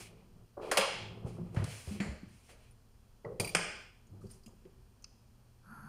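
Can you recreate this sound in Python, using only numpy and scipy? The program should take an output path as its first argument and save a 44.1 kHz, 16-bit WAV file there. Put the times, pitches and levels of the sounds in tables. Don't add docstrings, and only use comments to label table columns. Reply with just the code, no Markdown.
import sys
import numpy as np
from scipy import signal
from scipy.fft import rfft, irfft
from scipy.io import wavfile
from scipy.ndimage import uniform_filter1d

SR = 44100
rng = np.random.default_rng(int(sys.argv[2]) if len(sys.argv) > 2 else 0)


def store_pcm(level_fs):
    pcm = np.round(np.clip(level_fs, -1, 1) * 32767).astype(np.int16)
    wavfile.write(sys.argv[1], SR, np.atleast_2d(pcm).T)


N = 259308

# pitch in Hz, level in dB, t60 in seconds.
STEEL_CRACK = [(6500, -20, 0.05), (13500, -16, 0.12)]
BURST_RISE_S = 0.0014


def from_db(db):
    return 10 ** (np.asarray(db) / 20)


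def rms_one(x):
    return x / np.sqrt(np.mean(x ** 2) + 1e-20)


def at_hz(points, hz):
    points = np.array(points)
    return np.interp(np.log(hz + 1), np.log(points[:, 0]), points[:, 1])


def coloured(spectrum):
    hz = np.fft.rfftfreq(N, 1 / SR)
    white = rfft(rng.standard_normal(N))
    return rms_one(irfft(white * from_db(at_hz(spectrum, hz)), N))


def flicker(rate, depth_db):
    knots = rng.standard_normal(1000)
    return from_db(depth_db * np.interp(np.arange(N) * rate / SR, np.arange(1000), knots))


def resonance(x, hz, width_hz):
    r = np.exp(-np.pi * width_hz / SR)
    feedback = [1, -2 * r * np.cos(2 * np.pi * hz / SR), r * r]
    return signal.lfilter([(1 - r * r) / 2, 0, (r * r - 1) / 2], feedback, x)


def resonant_noise(peaks):
    out = np.zeros(N)
    for hz, width_hz, db in peaks:
        narrow = resonance(rng.standard_normal(N), hz, width_hz)
        out += from_db(db) * rms_one(resonance(narrow, hz, 3 * width_hz))
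    return out


def fade(t60, rise_s, size=8192):
    t = np.arange(size) / SR
    return from_db(-60 * t / t60) * (1 - np.exp(-t / rise_s))


def swell(start_s, rise_s):
    x = np.clip((np.arange(N) / SR - start_s) / rise_s, 0, 1)
    return x * x * (3 - 2 * x)


def strokes(rows, release_s, upper_fades):
    t, out = np.arange(N) / SR, np.zeros((2, N))
    for s, length, first_db, second_db, fade_db_per_s, attack_s in rows:
        shape = swell(s - attack_s / 2, attack_s) * (1 - swell(s + length, release_s))
        lost_db = fade_db_per_s * np.clip(t - s, 0, length + release_s)
        out += shape * from_db([first_db - lost_db, second_db - upper_fades * lost_db])
    return out


def add(out, s, x):
    i = round(s * SR)
    out[i:i + len(x)] += x[:N - i]


def shaped(noise, envelope):
    return rms_one(noise * envelope) * np.sqrt(np.mean(envelope ** 2))


def even_burst(envelope):
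    x = rng.standard_normal(len(envelope)) * envelope
    for _ in range(3):
        spectrum = rfft(x)
        x = irfft(spectrum / (np.abs(spectrum) + 1e-12), len(x))
        x = envelope * x / np.sqrt(uniform_filter1d(x ** 2, size=160) + 1e-20)
    return x


def struck(blows, modes, share_db, loose_hz, rise_s=0.00058):
    out = np.zeros(N)
    for s, db in blows:
        for hz, level_db, t60 in modes:
            noise = rng.standard_normal(36864)
            ring = resonance(resonance(noise, hz, loose_hz), hz, 2 * loose_hz)[4096:]
            ring = shaped(ring, fade(t60, rise_s, size=32768))
            add(out, s, from_db(db + level_db + share_db) * ring)
    return out


def background():
    # frequency in Hz, relative level in dB.
    floor = [(12, -39), (20, 0), (86, -8), (116, -9), (138, -20.5), (228, -14), (319, -29), (347, -22),
             (607, -29), (949, -29), (2200, -37), (2390, -31.5), (10800, -46), (14700, -44), (16000, -48)]
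    # pitch in Hz, width of its narrower resonance in Hz, rms level in dB.
    hum = [(119.4, 4.46, -69.5)]
    return from_db(-61) * coloured(floor) + resonant_noise(hum)


def gas():
    # pitch in Hz, width of the narrower resonance in Hz, relative level in dB.
    burner = [(1000, 200, -9), (1370, 100, 0), (1550, 150, -7), (2390, 300, -22), (4520, 150, -23),
              (6450, 170, -27), (8760, 150, -30), (9970, 120, -29), (11300, 90, -22)]
    # frequency in Hz, relative level in dB.
    jet_colour = [(300, -10), (900, 13), (1700, 2), (2500, -34.5), (6000, -58.5), (11000, -2), (15000, -23)]
    gas_on_s = 5.605
    whistle = from_db(-54.5) * swell(gas_on_s, rise_s=0.14)
    roar = from_db(-51.5) * swell(gas_on_s, rise_s=0.23)
    jet = rms_one(resonant_noise(burner)) + from_db(-11.5) * coloured(jet_colour)
    low = rms_one(resonant_noise([(133, 45, 0.81), (215.0, 23.5, -1.7)]))
    return whistle * jet + roar * flicker(30, 3.8) * low


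def rustle():
    # start in seconds, length in seconds, bright hiss in dB, duller swish in dB,
    # fade of the hiss in dB per second, attack in seconds.
    brushes = [(0.0, 0.47, -53.5, -55.5, 170, 0.026), (.62, 0.08, -65, -53.5, 36, 0.033),
               (1.26, 0.32, -67, -64.5, 50, .04), (1.55, 0.079, -62, -64, 24, 0.065),
               (1.645, 0.33, -57.5, -54, 24, 0.015), (1.79, 0.13, -52.5, -65, 68, 0.27),
               (2.3, 0.16, -70, -70, 6, 0.17), (2.5, 0.18, -66, -64, 68.5, 0.057),
               (4.21, 0.043, -71, -94, 11, 0.012), (4.3, 0.1, -63, -83, 123, 0.036),
               (4.43, 0.15, -81, -92, -4, 0.032)]
    # frequency in Hz, relative level in dB.
    hiss_colour = [(4000, -14.5), (6000, -13), (8000, -14.5), (9500, -16.5), (11000, -19), (14000, -30.5),
                   (16000, -20.5)]
    # frequency in Hz, relative level in dB.
    swish_colour = [(500, -25.5), (1200, -7.5), (2400, 18), (4800, 3), (7000, -18.5), (10000, -20)]
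    gains = strokes(brushes, release_s=0.081, upper_fades=0.49)
    hiss, swish = gains * flicker(66, 0.81) * flicker(14, 3.0)
    return hiss * coloured(hiss_colour) + swish * coloured(swish_colour)


def ticks():
    # start in seconds, level in dB before a trim, pitch in Hz.
    creaks = [(2.709, -60, 9560), (4.068, -62, 6860), (4.267, -57, 4760), (4.301, -55, 5030),
              (4.3112, -47.5, 9100), (4.335, -56, 5600), (4.434, -56, 4850), (4.4606, -54, 6660),
              (4.46, -52.5, 4970), (4.4603, -48, 2770), (4.4789, -57, 6960), (5.022, -57, 6200),
              (3.249, -63, 4480)]
    # start in seconds, level in dB.
    cap_clicks = [(5.042, -34), (5.0495, -50)]
    # pitch in Hz, level in dB, t60 in seconds.
    cap = [(1160, -19, 0.022), (2540, -11.5, 0.027), (4400, -9, 0.019), (5000, -2, 0.018),
           (6100, -2, 0.013), (8840, -15, 0.0099)]
    out = np.zeros(N)
    for s, db, hz in creaks:
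        noise = rng.standard_normal(8192)
        own = resonance(noise, hz, 0.045 * hz)
        wall = 0.14 * resonance(noise, 3100, 345)
        click = 0.051 * resonance(noise, 6600, 6000)
        tick = shaped(own + wall + click, fade(t60=0.055, rise_s=0.00075))
        add(out, s, from_db(db - 5.5) * tick)
    return out + struck(cap_clicks, cap, share_db=-0.5, loose_hz=320, rise_s=0.0017)


def bumps():
    # start in seconds, level in dB, pitch in Hz, t60 in seconds.
    thuds = [(.569, -37, 577, 0.12), (0.57, -45.5, 1117, 0.096), (0.787, -27.5, 197, 0.067),
             (1.247, -22, 117, 0.063), (1.397, -34.5, 172, 0.35), (1.57, -14.5, 115.5, 0.083),
             (1.597, -19.5, 103, 0.095), (1.875, -30, 84, 0.15), (1.908, -33.5, 206, 0.25),
             (2.002, -22, 204.6, 0.11), (2.087, -29.5, 67, 0.16), (2.232, -26, 179, 0.022),
             (3.245, -32.5, 417, 0.047), (3.399, -53.5, 385, 0.16), (3.551, -29, 171, 0.17),
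             (4.116, -41, 102, 0.25), (4.128, -49, 311, 0.074), (4.217, -43, 1253, 0.016),
             (4.236, -40, 196, 0.11), (4.24, -38.5, 386, 0.092), (4.462, -43.5, 223, 0.12),
             (4.653, -42.5, 380, 0.1)]
    out, t = np.zeros(N), np.arange(8192) / SR
    for s, db, hz, t60 in thuds:
        swing = np.sin(2 * np.pi * hz * t) + 0.25 * np.sin(2 * np.pi * 1.3 * hz * t)
        add(out, s, from_db(db) * swing * fade(t60, rise_s=0.0034))
    return out


def knob():
    # start in seconds, peak in dB.
    snaps = [(3.548, -10.5), (3.567, -19)]
    # pitch in Hz, width in Hz, relative level in dB.
    front = [(1365, 280, -3), (2120, 260, -0.5), (2470, 292, 2), (3300, 410, -8), (5000, 600, -11),
             (8610, 600, -11.5)]
    out = np.zeros(N)
    for s, db in snaps:
        impacts = even_burst(fade(0.035, BURST_RISE_S))
        ring = np.zeros(len(impacts))
        for k, (hz, width_hz, level_db) in enumerate(front):
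            ring += (-1) ** k * from_db(level_db) * resonance(impacts, hz, width_hz)
        add(out, s, from_db(db) * ring / np.abs(ring).max())
    return out


def spatula():
    # start in seconds, level in dB.
    edge_blows = [(2.0015, -38.5)]
    # pitch in Hz, level in dB, t60 in seconds.
    blade = [(2010, -1, 0.5), (2250, 11, .04), (4330, -13, 0.65), (7180, -14, 0.45)]
    # start in seconds, level in dB.
    set_down = [(3.248, -37)]
    # pitch in Hz, level in dB, t60 in seconds.
    hob = [(455, -4.5, 0.59), (659, -5, 0.059), (1115, -14.5, 0.2), (1980, -4, 0.032)]
    ring = struck(edge_blows, blade, share_db=-2.5, loose_hz=680)
    return ring + struck(set_down, hob, share_db=0.0, loose_hz=129.7)


def spoon():
    # start in seconds, level in dB.
    bounces = [(3.398, -24.5), (3.4455, -30.5), (3.474, -33), (3.492, -36)]
    # pitch in Hz, level in dB, t60 in seconds.
    modes = [(2410, 1, 0.043), (4000, -16, 0.042), (4740, -11, 0.098), (8720, -9, 0.03), (9690, -16, 0.05)]
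    ring = struck(bounces, modes, share_db=-1.5, loose_hz=169.7)
    return ring + struck(bounces, STEEL_CRACK, share_db=-4.5, loose_hz=6000)


def knocks():
    # start in seconds, level in dB before a trim, body pitch in Hz,
    # treble in dB relative to the body, bass in dB relative to the body, burst t60 in seconds.
    hits = [(0.621, -43, 1990, -16, 12.5, 0.066), (0.713, -11, 990, -8.5, -4, 0.099),
            (.771, -5, 2500, -9, -11, 0.11), (0.809, -8.5, 2520, -21, -11.5, 0.067),
            (1.545, -42, 2490, -5, 13.5, 0.06), (1.562, -30, 1140, -25, -1.5, 0.42),
            (1.641, -26.5, 3300, 2, -24, 0.023), (2.002, -35, 1340, -11.5, -1.5, 0.54),
            (2.489, -49.5, 1120, -15, 2.5, 0.34), (3.398, -23, 3230, 2, 5, 0.078),
            (3.548, -12, 1500, -6, -0.5, 0.074), (3.59, -19.5, 1240, -23, 1, 0.038),
            (4.651, -46, 2006, -17, -8.5, 0.033)]
    out = np.zeros(N)
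    bright = signal.butter(3, [4000, 10500], "band", fs=SR, output="sos")
    dull = signal.butter(3, 3600, fs=SR, output="sos")
    for s, db, hz, treble_db, bass_db, t60 in hits:
        sharp, soft = fade(t60, BURST_RISE_S), fade(1.3 * t60, 0.00076)
        impacts = even_burst(sharp)
        body = rms_one(signal.sosfilt(dull, resonance(resonance(impacts, hz, 2400), hz, 2400)))
        crack = rms_one(signal.sosfilt(bright, impacts) + 0.041 * impacts)
        boom = rms_one(resonance(resonance(even_burst(soft), 450, 450), 450, 450))
        burst = body + from_db(treble_db) * crack + from_db(bass_db) * boom
        add(out, s, from_db(db - 13) * burst * np.sqrt(np.mean(sharp ** 2)))
    return out


def cutlery():
    # start in seconds, level in dB before a trim.
    rattles = [(0.715, -13), (0.771, -3.5)]
    # pitch in Hz, level in dB, t60 in seconds.
    modes = [(544, 10, 0.4), (845, 2, 0.6), (1050, 4, 0.35), (1170, 5, 0.35), (1346, 0, .55),
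             (2200, -3, .65), (2540, 0, 0.6), (2790, -1, 0.6), (3240, -1, 0.65), (4231, -4, 0.5),
             (4990, -4, 0.5)]
    ring = struck(rattles, modes, share_db=-33.5, loose_hz=100)
    return ring + struck(rattles, STEEL_CRACK, share_db=-17.5, loose_hz=5980)


def drawer():
    # start in seconds, length in seconds,
    # rumble in dB, scrape in dB, fade of the rumble in dB per second.
    drags = [(0.0, 0.44, -57.5, -62.5, 16), (0.576, 0.12, -56, -44, -10), (0.94, 0.32, -51.5, -59.5, -8),
             (1.261, 0.38, -44.5, -55, 14.5), (1.621, 0.06, -42, -53, 199), (1.872, 0.11, -45.5, -55.5, 44),
             (2.001, 0.16, -42, -46.5, 59), (2.227, 0.085, -43, -70, 302), (3.251, 0.1, -47.5, -61, 33),
             (3.398, 0.22, -38, -40.5, 118.5), (4.09, 0.148, -57.5, -68.5, -3),
             (4.25, 0.124, -51, -71, 102), (4.476, 0.19, -59, -64, 131), (4.65, 0.15, -61, -68, 109)]
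    # pitch in Hz, width of the narrower resonance in Hz, relative level in dB.
    runners = [(46, 54, -8), (107.8, 15, 1.5), (169.5, 41, 1.5), (208, 14, -14), (353.6, 13, -9.5)]
    # frequency in Hz, relative level in dB.
    scrape_colour = [(160, -23.5), (395, 7.5), (452, 3.5), (1080, -8), (1220, -7.5), (2420, -39),
                     (4000, -58), (8800, -120)]
    attack_s = 0.0046
    rows = [(*row, attack_s) for row in drags]
    rumble, scrape = strokes(rows, release_s=0.029, upper_fades=1.4) * flicker(30, 2)
    low = rumble * rms_one(resonant_noise(runners))
    return low + scrape * flicker(140, 2.4) * coloured(scrape_colour)


def room(x):
    # frequency in Hz, t60 in seconds.
    room_t60 = [(100, 0.54), (260, 0.7), (700, 0.66), (1800, 0.86), (3000, 1), (5000, 0.8), (6500, 0.68),
                (8500, 0.44), (11000, 0.54), (15000, 0.21)]
    first_echo_s, knee_s, drop_db_per_s = 0.0025, 0.26, 53.5
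    t, tail = np.arange(SR) / SR, np.zeros(SR)
    edges = 60 * 2 ** np.arange(0, 8.5, 0.5)
    for low, high in zip(edges, edges[1:]):
        half_octave = signal.butter(2, [low, high], "band", fs=SR, output="sos")
        band = signal.sosfilt(half_octave, rng.standard_normal(SR))
        tail += band * from_db(-60 * t / at_hz(room_t60, np.sqrt(low * high)))
    tail *= np.clip(t / first_echo_s - 1, 0, 1)
    tail *= from_db(-drop_db_per_s * np.maximum(t - knee_s, 0))
    return signal.fftconvolve(x, tail / np.sqrt(np.sum(tail ** 2)))[:N]


def gain_control(x):
    attack_s, knee_db, release_db_per_s = 0.014, -35.5, 122
    squeeze = 0.17
    keep = np.exp(-1 / (attack_s * SR))
    level_db = 10 * np.log10(signal.lfilter([1 - keep], [1, -keep], x ** 2) + 1e-12)
    ramp = release_db_per_s * np.arange(N) / SR
    held_db = np.maximum.accumulate(level_db + ramp, axis=-1) - ramp
    return x * from_db(-squeeze * np.maximum(held_db - knee_db, 0))


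def scene():
    steady = background() + gas() + rustle() + drawer()
    steel = spatula() + spoon() + cutlery()
    hard, near, low = knocks() + knob(), ticks(), bumps()
    sent = hard + from_db(-10.5) * steel + from_db(-2.0) * low
    sent = sent + from_db(-8.5) * near
    blows = hard + steel + near + low + from_db(-7) * room(sent)
    blows = signal.sosfilt(signal.butter(2, 50, "high", fs=SR, output="sos"), blows)
    return (blows + steady)[None]


def record(dry):
    # frequency in Hz, width in Hz, gain in dB.
    housing = [(2260, 2600, -5), (3670, 300, -11), (5157, 580, 1), (7850, 400, -3), (8710, 670, 4),
               (9650, 430, 5)]
    for hz, width_hz, db in housing:
        dry = dry + (from_db(db) - 1) * resonance(dry, hz, width_hz)
    top_cut = signal.cheby2(12, 60, 16300, fs=SR, output="sos")
    return signal.sosfilt(top_cut, gain_control(dry))


dry = scene()
out = record(dry)
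store_pcm(out)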